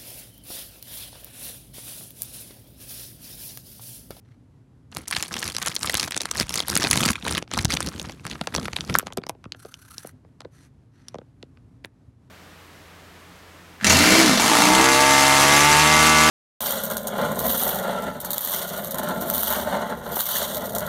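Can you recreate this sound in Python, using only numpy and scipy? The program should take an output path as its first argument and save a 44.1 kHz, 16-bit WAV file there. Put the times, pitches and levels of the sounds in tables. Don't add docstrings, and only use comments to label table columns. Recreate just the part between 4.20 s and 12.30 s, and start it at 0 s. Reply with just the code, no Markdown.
import sys
import numpy as np
from scipy import signal
from scipy.fft import rfft, irfft
from scipy.io import wavfile
from scipy.ndimage import uniform_filter1d

SR = 44100
rng = np.random.default_rng(int(sys.argv[2]) if len(sys.argv) > 2 else 0)


def to_wav(sig):
    pcm = np.clip(np.atleast_2d(sig), -1, 1) * 32767
    pcm = np.round(pcm).astype(np.int16)
    wavfile.write(sys.argv[1], SR, pcm.T)


N = 357210

# frequency in Hz, relative level in dB.
RUSTLE_SPECTRUM = [(100, -9.5), (1200, 2), (5500, -5), (11000, -7), (16000, -19.5)]


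def snaps(effort, lag_s=.0014, slack_hz=520, busy_db=-40, clean_db=-13, size=2048):
    # time in seconds, crack level in dB, nominal crack pitch in Hz,
    # panel level in dB, panel pitch in Hz.
    big_creases = [(0.7173, -46, 5200, -48, 2000), (0.7492, -30.5, 6800, -38, 550),
                   (0.7694, -25, 9200, -21, 2080), (0.8794, -24.5, 6400, -44, 1160),
                   (0.883, -21.5, 10500, -41, 764), (0.9113, -19.5, 8700, -21, 1800),
                   (0.9284, -21, 3220, -15, 2000), (0.95, -20, 4700, -33, 2000),
                   (0.966, -14, 3870, -16.5, 2070), (0.9764, -25, 4500, -40, 1350),
                   (1.026, -15.0, 6360, -19, 1930), (1.1405, -19, 4100, -47, 520),
                   (1.228, -23, 5800, -17.5, 1900), (1.2786, -20.5, 5870, -30, 2000),
                   (1.3491, -23.0, 5000, -26, 1120), (1.3663, -14, 4700, -44.0, 1097),
                   (1.3841, -21, 6600, -24, 2010), (1.419, -24, 3200, -23, 2020),
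                   (1.427, -18.5, 5700, -19.5, 1950), (1.462, -17.5, 8400, -21, 2030),
                   (1.4728, -16, 5570, -15.5, 1390), (1.483, -16, 5200, -30.5, 344),
                   (1.518, -29, 4250, -24.5, 1990), (1.5536, -20, 8050, -44, 670),
                   (1.5645, -13, 5540, -32, 475), (1.6314, -14, 5600, -25, 1350),
                   (1.6744, -17.5, 3900, -44, 368), (1.697, -19.5, 7700, -11.5, 2100),
                   (1.7429, -14, 7500, -15, 1560), (1.7524, -14.5, 4200, -33, 1490),
                   (1.7715, -16, 7200, -31, 1730), (1.7974, -10.5, 4630, -21, 1950),
                   (1.8294, -16, 5630, -23.5, 1170), (1.8399, -22, 6200, -25, 1980),
                   (1.8784, -26, 5500, -21.5, 1310), (1.9097, -23.5, 6290, -23.5, 1975),
                   (1.922, -19.5, 4540, -24, 1780), (1.9452, -20.5, 3450, -48.0, 570),
                   (1.9654, -19.5, 6800, -19, 1390), (1.9763, -14, 5460, -30, 755),
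                   (2.0072, -16.5, 4420, -27, 586), (2.017, -19.5, 5800, -25.5, 1430),
                   (2.0558, -19, 5040, -18.5, 1900), (2.1129, -13.5, 6000, -21.5, 1150),
                   (2.1784, -20, 4096, -34, 365), (2.1992, -10, 4100, -25, 1400),
                   (2.21, -20, 5330, -15, 1430), (2.2937, -19, 5460, -32, 990),
                   (2.341, -17, 8100, -19.5, 2008), (2.3582, -15.0, 7176, -21, 1980),
                   (2.3764, -15.5, 4700, -31, 530), (2.3931, -18, 4800, -24, 2000),
                   (2.4033, -12, 5000, -22, 870), (2.4833, -16.5, 8110, -21.5, 2000),
                   (2.5, -14.5, 5750, -23, 1550), (2.5537, -10.5, 6200, -27, 594.4),
                   (2.5654, -12, 4770, -13.5, 1370), (2.575, -10, 8900, -21, 1690),
                   (2.623, -17, 4513, -15, 1320), (2.631, -14, 4460, -26, 1250),
                   (2.6402, -13, 5100, -16, 447), (2.6483, -12.5, 3170, -17, 372),
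                   (2.6708, -15, 4500, -18, 940), (2.712, -4, 6400, -16, 2044),
                   (2.7312, -13.5, 5970, -10.5, 1992), (2.7747, -10.5, 5377, -19.5, 1075),
                   (2.834, -36, 7900, -12, 1940), (2.8542, -13, 5440, -18, 1090),
                   (2.8881, -18, 5100, -13, 1620), (2.9057, -16.5, 8250, -17, 1360),
                   (2.956, -18, 2977, -52.0, 1080), (3.052, -25, 3794, -25.0, 1010),
                   (3.0657, -46, 10900, -17, 920), (3.0811, -28, 5100, -17, 1670),
                   (3.1113, -18.5, 6100, -20.5, 1360), (3.1257, -18.5, 4800, -24, 1180),
                   (3.1505, -16.5, 3870, -47.0, 1200), (3.1719, -19.5, 3340, -29, 360),
                   (3.1789, -25.5, 8450, -13, 1820), (3.2254, -32, 4910, -21.5, 1330),
                   (3.2777, -46, 3930, -42, 1254), (3.3145, -25.5, 4020, -25, 1020),
                   (3.3376, -17.5, 4970, -23, 1310), (3.376, -18.5, 6490, -13.5, 990),
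                   (3.39, -16, 4700, -15.5, 1440), (3.4257, -29, 7100, -43, 1260),
                   (3.448, -15, 6600, -27, 563), (3.4537, -13, 4940, -18, 1080),
                   (3.505, -22, 5000, -31, 775), (3.5219, -14.5, 4870, -30, 1900),
                   (3.5387, -14, 5526, -25, 974), (3.5704, -13.5, 4630, -33, 1300),
                   (3.6054, -18, 5470, -17.5, 1010), (3.628, -21, 4570, -34, 2000),
                   (3.6631, -24.5, 6280, -35, 800), (3.673, -21.5, 3200, -26, 362),
                   (3.6873, -22.5, 4940, -31, 660), (3.7972, -20.5, 4353, -30.5, 516),
                   (3.8157, -27, 4100, -40, 743), (3.8962, -32, 4100, -26.5, 1090),
                   (4.052, -37, 7930, -24, 1270), (4.0667, -26.5, 7590, -23.5, 1966),
                   (4.113, -22, 3900, -32, 378), (4.155, -43, 2410, -27.5, 1270),
                   (4.2127, -20, 4400, -17.5, 722), (4.2721, -19.5, 4295, -17.5, 806),
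                   (4.344, -28, 10900, -20, 2000), (4.3502, -16.5, 5470, -15, 1692),
                   (4.3623, -15, 5550, -23.5, 860), (4.3812, -24, 2590, -17.5, 462),
                   (4.4561, -23.5, 3790, -25.5, 1270), (4.4822, -41, 8740, -18.5, 1290),
                   (4.5325, -23.5, 3500, -29.5, 2000), (4.5653, -13.5, 3850, -26, 853),
                   (4.587, -40, 3300, -26.5, 1650), (4.6079, -18.5, 3820, -43, 374),
                   (4.6979, -18.5, 3420, -23.5, 634), (4.742, -17.5, 5730, -28, 1021),
                   (4.7526, -24, 4800, -3.5, 1080), (4.7585, -27, 7000, -30, 1400),
                   (4.787, -6, 11910, -21.5, 1070), (4.7962, -25.5, 8200, -19, 1350),
                   (4.8272, -47, 4200, -27.5, 570), (4.8696, -30.5, 5180, -22, 1200),
                   (4.9028, -58, 3300, -34, 600), (4.9244, -32.5, 4440, -32, 840),
                   (4.934, -39, 6330, -45, 374), (4.9734, -22.5, 6700, -15.5, 529),
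                   (4.9826, -31.5, 3100, -20.5, 412), (5.0177, -48, 3300, -36, 510),
                   (5.037, -31.5, 2680, -30.5, 1060), (5.0668, -31.5, 5900, -26.5, 855),
                   (5.0947, -22.5, 7120, -17.5, 923), (5.15, -63.5, 3000, -40, 598),
                   (5.2416, -50, 5000, -35.5, 1150), (5.2544, -43.5, 2400, -26, 367),
                   (5.3214, -22, 3600, -41, 362), (5.3474, -39, 2360, -38.5, 690),
                   (5.4504, -43.5, 5200, -27, 444), (5.5414, -29, 4130, -39, 1890),
                   (5.7818, -24, 5950, -38, 1010), (5.8467, -48, 3700, -26, 440),
                   (5.873, -32, 10820, -42.5, 1560), (6.0481, -71.5, 3900, -43.5, 560),
                   (6.206, -36.5, 4620, -34, 1104), (6.2176, -43.5, 3490, -40.5, 730),
                   (6.2491, -41, 2390, -25.5, 386.4), (6.8842, -28.5, 5300, -43, 1240),
                   (6.944, -42.5, 3500, -23, 557), (6.954, -47, 3600, -25, 439),
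                   (6.9854, -42.5, 3200, -27.5, 490), (7.0147, -70, 4800, -36.5, 491),
                   (7.228, -34.5, 3600, -31, 423), (7.3728, -52.0, 2703, -52.5, 1145),
                   (7.6472, -33, 3300, -26, 1500), (7.656, -45.5, 10500, -39, 600)]
    # frequency in Hz, relative level in dB.
    film_spectrum = [(100, 1), (1200, -3.5), (2800, -4), (6000, -2.5), (7700, -3.5), (9500, 1),
                     (11000, 3.5), (11700, -1.5), (12800, 2), (14500, -7), (16000, -3)]
    out, hz, lead_s = np.zeros(N), np.fft.rfftfreq(size, 1 / SR), .006
    film = amp(read(film_spectrum, hz)) * np.exp(-2j * np.pi * hz * lead_s)
    strain = np.clip(effort / amp(busy_db), .4, 1)
    for s, crack_db, crack_hz, panel_db, panel_hz in list(big_creases) + small_creases(effort):
        busy = strain[int(s * SR)]
        steps = busy * min(amp(clean_db - max(crack_db, panel_db)), 1)
        spread = (2 - busy) * 1000 / panel_hz
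        panel_lag_s = lag_s * spread * rng.uniform(.5, 1)
        wave = film * bending_wave(hz, panel_lag_s, scatter_s=0.0004927 * spread, echo=0.65)
        facets = sum(ring(hz, crack_hz * 2 ** rng.uniform(-1, 1), sharpness=15) for _ in range(3))
        crack = hump(hz, crack_hz * 1.105, rise=1.41, fall=3.51) * (1 + 0.9 * facets)
        crack /= np.hypot(1, (hz / (crack_hz * 8 * busy)) ** 4)
        crack *= film * bending_wave(hz, lag_s * rng.uniform(.5, 1), scatter_s=.00045, echo=.6)
        crack = irfft(crack * avalanche(hz, spread_s=0.0011, share=0.33 * steps))
        pop = hump(hz, panel_hz * 1.15, rise=0.79, fall=2.03)
        pop = pop * (1 + 0.49 * ring(hz, panel_hz, sharpness=5.5))
        slack = min(slack_hz / panel_hz, 1) ** 2
        pop *= 1 + 0.47 * slack * ring(hz, panel_hz * .7, sharpness=7)
        pop *= 1 + .65 * ring(hz, panel_hz * rng.uniform(1.3, 2.4), sharpness=15)
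        pop *= np.exp(-(hz / (9 * panel_hz)) ** 2)
        pop = irfft(wave * 1j * pop * avalanche(hz, spread_s=0.0022, share=0.42 * steps))
        snap = amp(crack_db) * unit(crack) + amp(panel_db) * unit(pop)
        add(out, s - lead_s, snap * np.sqrt(SR / 1000 / size))
    return out


def small_creases(effort, per_s=85, firm_db=-36, spread_db=2.5, spread_octaves=.38):
    rows = []
    for slot, (when, luck, *chance) in enumerate(rng.random((1000, 6))):
        s = (slot + when) / per_s
        press = effort[int(s * SR)] / amp(firm_db) if s * SR < N else 0
        if luck < press:
            force_db = 0.7 * 20 * np.log10(press)
            crack_force, crack_tune, panel_force, panel_tune = np.sqrt(12) * (np.array(chance) - .5)
            crack_db = -26.5 + force_db + spread_db * crack_force
            crack_hz = 4900 * press ** .12 * 2 ** (spread_octaves * crack_tune)
            panel_db = -34 + force_db + spread_db * panel_force
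            panel_hz = 1000 * 2 ** (spread_octaves * panel_tune)
            rows.append((s, crack_db, crack_hz, panel_db, panel_hz))
    return rows


def bending_wave(hz, lag_s, scatter_s, echo, count=6):
    phase = -4 * np.pi * lag_s * (np.sqrt(1000 * hz) - hz / 6)
    delay = rng.exponential(scatter_s, count)
    strength = echo * rng.standard_normal(count) * np.exp(-delay / (2 * scatter_s))
    folds = 1 + strength @ np.exp(-2j * np.pi * np.outer(delay, hz))
    return folds * np.exp(1j * (phase + 2 * np.pi * rng.random()))


def avalanche(hz, spread_s, share, count=7):
    when = np.clip(rng.laplace(spread_s / 4, spread_s, count), -.005, .01)
    return 1 + share * rng.standard_normal(count) @ np.exp(-2j * np.pi * np.outer(when, hz))


def ring(hz, mode_hz, sharpness):
    return 1j * hz * mode_hz / (sharpness * (mode_hz ** 2 - hz ** 2) + 1j * hz * mode_hz)


def hump(hz, centre_hz, rise, fall):
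    ratio = hz / centre_hz
    return ratio ** rise / (1 + ratio ** (rise + fall))


def handling(attack_s=.022, build_db=2, release_db_per_s=448.5):
    # start in seconds, length in seconds,
    # effort in dB, wall sway in dB.
    squeezes = [(0.708, 0.13, -49.5, -53), (0.862, 2.22, -45, -47.5), (3.279, 1.605, -55, -47.5),
                (0.749, 0.034, -47.5, -36), (0.905, 0.14, -40, -52), (1.094, 0.2, -37, -41.5),
                (1.387, 0.12, -42.5, -45), (1.601, 0.25, -36, -40.5), (1.641, 0.019, -32.5, -46.5),
                (2.137, 0.067, -34, -32.5), (2.189, 0.026, -30.5, -38.5), (2.285, 0.13, -38.5, -40.5),
                (2.469, 0.24, -35, -33), (2.705, 0.2, -28, -28), (3.025, 0.16, -37, -33),
                (3.307, 0.11, -39, -32), (3.48, 0.057, -31.5, -28.5), (3.561, 0.12, -42, -33.5),
                (3.698, 0.21, -46, -39), (4.043, 0.097, -44, -37.5), (4.31, 0.15, -44, -34),
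                (4.503, 0.22, -50, -39.5), (4.677, 0.088, -41, -30.5)]
    t, power = np.arange(N) / SR, np.zeros((2, N))
    for start, length, effort_db, sway_db in squeezes:
        first = round(start * SR)
        age = t[first:first + round(length * SR) + SR // 2] - start
        build = build_db * (np.minimum(age / length, 1) - .5)
        release = release_db_per_s * np.maximum(age - length, 0)
        shape = np.clip(age / attack_s, 0, 1) * amp(build - release)
        add(power[0], start, (amp(effort_db) * shape) ** 2)
        add(power[1], start, (amp(sway_db) * shape) ** 2)
    return np.sqrt(power)


def crackle(effort, wrinkle_db=-0.97, foil_db=-9, rustle_db=-10, firm_db=-54, limp_db_per_s=7):
    # frequency in Hz, relative level in dB.
    wrinkle_spectrum = [(100, -11.5), (300, -0.5), (550, 0.5), (1200, 4), (5500, -4), (7700, -7),
                        (11000, -3.5), (12600, -13), (16000, -16)]
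    foil_spectrum = [(1000, -17.5), (7500, -2.5), (10000, 0.5), (16000, -9)]
    wrinkles = steadied(colour(grains(per_s=450, spread_db=7.5), wrinkle_spectrum), window_s=0.094)
    rustle = rough_noise(RUSTLE_SPECTRUM, depth_db=5, per_s=160)
    ticks = steadied(colour(grains(per_s=65, spread_db=8.5), foil_spectrum), window_s=.12)
    bright = amp(wrinkle_db) * wrinkles + amp(foil_db) * ticks + amp(rustle_db) * rustle
    dull = signal.sosfiltfilt(signal.butter(2, 8000, fs=SR, output="sos"), bright)
    firm = np.minimum(effort / amp(firm_db + limp_db_per_s * np.arange(N) / SR), 1)
    return effort * (firm * bright + (1 - firm) * dull)


def grains(per_s, spread_db, facet_gain=2.2, count=48, size=1024):
    hz, out = np.fft.rfftfreq(size, 1 / SR), np.zeros(N)
    lead = np.exp(-2j * np.pi * hz * .006)
    for centre_hz in np.geomspace(1100, 10000, count):
        wave = lead * bending_wave(hz, lag_s=.0012 * rng.random(), scatter_s=0.00093, echo=0.39)
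        wave *= avalanche(hz, spread_s=.0009, share=0.29)
        wave *= 1 + facet_gain * ring(hz, centre_hz, sharpness=8.1)
        grain = unit(irfft(wave * hump(hz, centre_hz, rise=0.67, fall=0.83)))
        for when, rarity in rng.random((size, 2))[:round(per_s * N / SR / count)]:
            boost_db = spread_db * min(-np.log(rarity), 3)
            add(out, when * N / SR, grain * amp(boost_db))
    return out


def thumps(trim_db=1, swell_s=0.0024):
    # start in seconds, level in dB, nominal pitch in Hz.
    flops = [(0.772, -30, 140), (0.978, -29, 105), (1.748, -26, 131.8), (2.234, -26, 70), (2.562, -20, 205),
             (2.647, -24.5, 240), (2.772, -19, 177), (2.861, -16, 194.9), (3.128, -27, 119),
             (3.394, -19, 95), (3.448, -11, 116), (3.474, -21, 79.7), (4.212, -24.5, 191.3),
             (4.386, -23, 159), (4.712, -25, 171), (4.983, -21.5, 207)]
    out, t = np.zeros(N), np.arange(SR // 12) / SR
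    push = t / swell_s * np.exp(1 - t / swell_s)
    for s, db, hz in flops:
        turns = np.cumsum(hz * (.7 + .7 * np.exp(-t / 0.0056))) / SR
        add(out, s, amp(db + trim_db) * push * np.sin(2 * np.pi * turns))
    return out


def walls(sway, trim_db=-1):
    # frequency in Hz, relative level in dB.
    sway_spectrum = [(25, -41), (45, -12), (70, 0.5), (120, -4.5), (190, -1.5), (330, -8), (550, -19),
                     (1200, -32), (7000, -44), (11000, -36.5), (16000, -57.5)]
    lumps = rough_noise(sway_spectrum, depth_db=4, per_s=45)
    return amp(trim_db) * sway * steadied(lumps, window_s=0.13)


def slide(jerks_per_s=29, quickening=20, drift=.028, grain_db=3.5, fade_share=0.22, firm_db=-52):
    # start in seconds, length in seconds, level in dB,
    # stutter depth in dB, pitch of the hollow in Hz.
    strokes = [(0.037, 0.12, -71, 6.5, 2000), (5.349, 0.25, -56.5, 7, 1450), (5.574, 0.14, -56, 6.5, 1500),
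               (5.693, 0.069, -49.5, 5, 1390), (5.751, 0.17, -52.5, 4.5, 1830),
               (6.305, 0.19, -63, 0.5, 1910), (6.708, 0.27, -68.5, 2, 1934)]
    # frequency in Hz, relative level in dB.
    rub_spectrum = [(400, -11), (900, -2), (1400, 4), (2000, -5), (2500, -2.5), (5000, -4.5), (7300, -5),
                    (9000, -5), (11300, -0.5), (12600, -5.5), (16000, -9)]
    # pitch in Hz, gain over the hiss.
    film_modes = [(2000, 0.74), (4280, 1.4), (5940, 2.3), (8400, 1.3), (9390, 1.7), (11000, 1.7)]
    out, hz = np.zeros(N), np.fft.rfftfreq(SR // 2, 1 / SR)
    for start, length, db, stutter_db, hollow_hz in strokes:
        t = np.arange(round(length * SR)) / SR
        stroke = np.zeros(len(t))
        noise, shifts = rng.standard_normal(SR // 2), rng.standard_normal((40, 3))
        top_hz = 16000 * amp(db - firm_db) ** 0.55
        hiss = amp(read(rub_spectrum, hz)) / (1 + (hz / top_hz) ** 6) ** .5
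        turns = jerks_per_s * t + quickening * t ** 2
        grip_db = grain_db * wander(450)[:len(t)] - stutter_db * np.cos(2 * np.pi * turns)
        rub = noise[:len(t)] * amp(grip_db)
        for jerk, (force, hollow_tune, film_tune) in enumerate(shifts[:int(turns[-1]) + 1]):
            climb = 0.11 * (jerk / turns[-1] - .5)
            body = 2.5 * ring(hz, hollow_hz * (1 + climb + drift * hollow_tune), sharpness=8)
            for mode_hz, gain in film_modes:
                body += gain * ring(hz, mode_hz * (1 + drift * film_tune), sharpness=26)
            slip = rfft(rub * (turns.astype(int) == jerk), SR // 2)
            stroke += amp(stutter_db * force / 5) * irfft(slip * hiss * (1 + body))[:len(t)]
        fade = np.minimum(np.minimum(t, length - t) / (fade_share * length), 1)
        add(out, start, amp(db) * unit(stroke * fade))
    return out


def drag():
    # time in seconds, level in dB.
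    drag_curve = [(3.55, -57), (3.7, -52), (4.0, -66), (4.15, -57.5), (4.68, -55), (4.84, -70.5)]
    s, db = np.transpose(drag_curve)
    fader = amp(np.interp(np.arange(N) / SR, s, db, left=-120, right=-120))
    return fader * rough_noise(RUSTLE_SPECTRUM, depth_db=6, per_s=90)


def room(x, near_db=-22.0, tail_db=-23, count=10):
    # frequency in Hz, seconds to fall by 60 dB.
    decay_times = [(200, 0.31), (5000, 0.05), (14000, 0.085)]
    near = np.zeros(SR // 50)
    near[rng.integers(SR // 600, SR // 70, count)] = rng.standard_normal(count)
    hz, t, bands = signal.stft(rng.standard_normal(SR // 2), SR, nperseg=256)
    decay = amp(-60 * t / read(decay_times, hz)[:, None])
    tail = signal.istft(bands * decay, SR, nperseg=256)[1]
    echo = amp(tail_db) * tail / np.linalg.norm(tail)
    add(echo, 0, amp(near_db) * near / np.linalg.norm(near))
    return x + signal.oaconvolve(x, echo)[:N]


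def hush(level_db=-53, waver_db=1):
    # frequency in Hz, relative level in dB.
    hush_spectrum = [(25, -35), (55, -11), (117, -3), (160, -10.5), (220, -17.5), (263, -9), (295, -18),
                     (545, -30.5), (1000, -35), (3000, -47.5), (11500, -56), (13000, -66), (16000, -75)]
    return amp(level_db + waver_db * wander(7.3)) * colour(rng.standard_normal(N), hush_spectrum)


def amp(db):
    return 10 ** (np.asarray(db) / 20)


def unit(x):
    return x / np.sqrt(np.mean(x ** 2) + 1e-20)


def read(points, hz):
    f, value = np.transpose(points)
    return np.interp(np.log(hz + 1), np.log(f + 1), value)


def add(mix, s, sound):
    part = mix[max(round(s * SR), 0):][:len(sound)]
    part += sound[:len(part)]


def colour(x, spectrum):
    return unit(irfft(rfft(x) * amp(read(spectrum, np.fft.rfftfreq(N, 1 / SR))), N))


def wander(per_s):
    hz = np.fft.rfftfreq(N, 1 / SR)
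    return unit(irfft(rfft(rng.standard_normal(N)) * (hz < per_s), N))


def rough_noise(spectrum, depth_db, per_s):
    return colour(rng.standard_normal(N) * amp(depth_db * wander(per_s)), spectrum)


def steadied(x, window_s):
    return x / np.sqrt(abs(uniform_filter1d(x ** 2, int(window_s * SR))) + 1e-6)


def scene():
    effort, sway = handling()
    background = hush()
    bag = crackle(effort) + drag() + walls(sway) + thumps() + slide() + snaps(effort)
    return (room(bag) + background)[None]


def record(dry, low_cut_hz=36, ceiling=.92, high_cut_hz=16100):
    thinned = signal.sosfilt(signal.butter(4, low_cut_hz, "highpass", fs=SR, output="sos"), dry)
    high_cut = signal.firwin(255, high_cut_hz, window=("kaiser", 8), fs=SR)
    return signal.oaconvolve(np.clip(thinned, -ceiling, ceiling), high_cut[None], "same")


dry = scene()
out = record(dry)
to_wav(out)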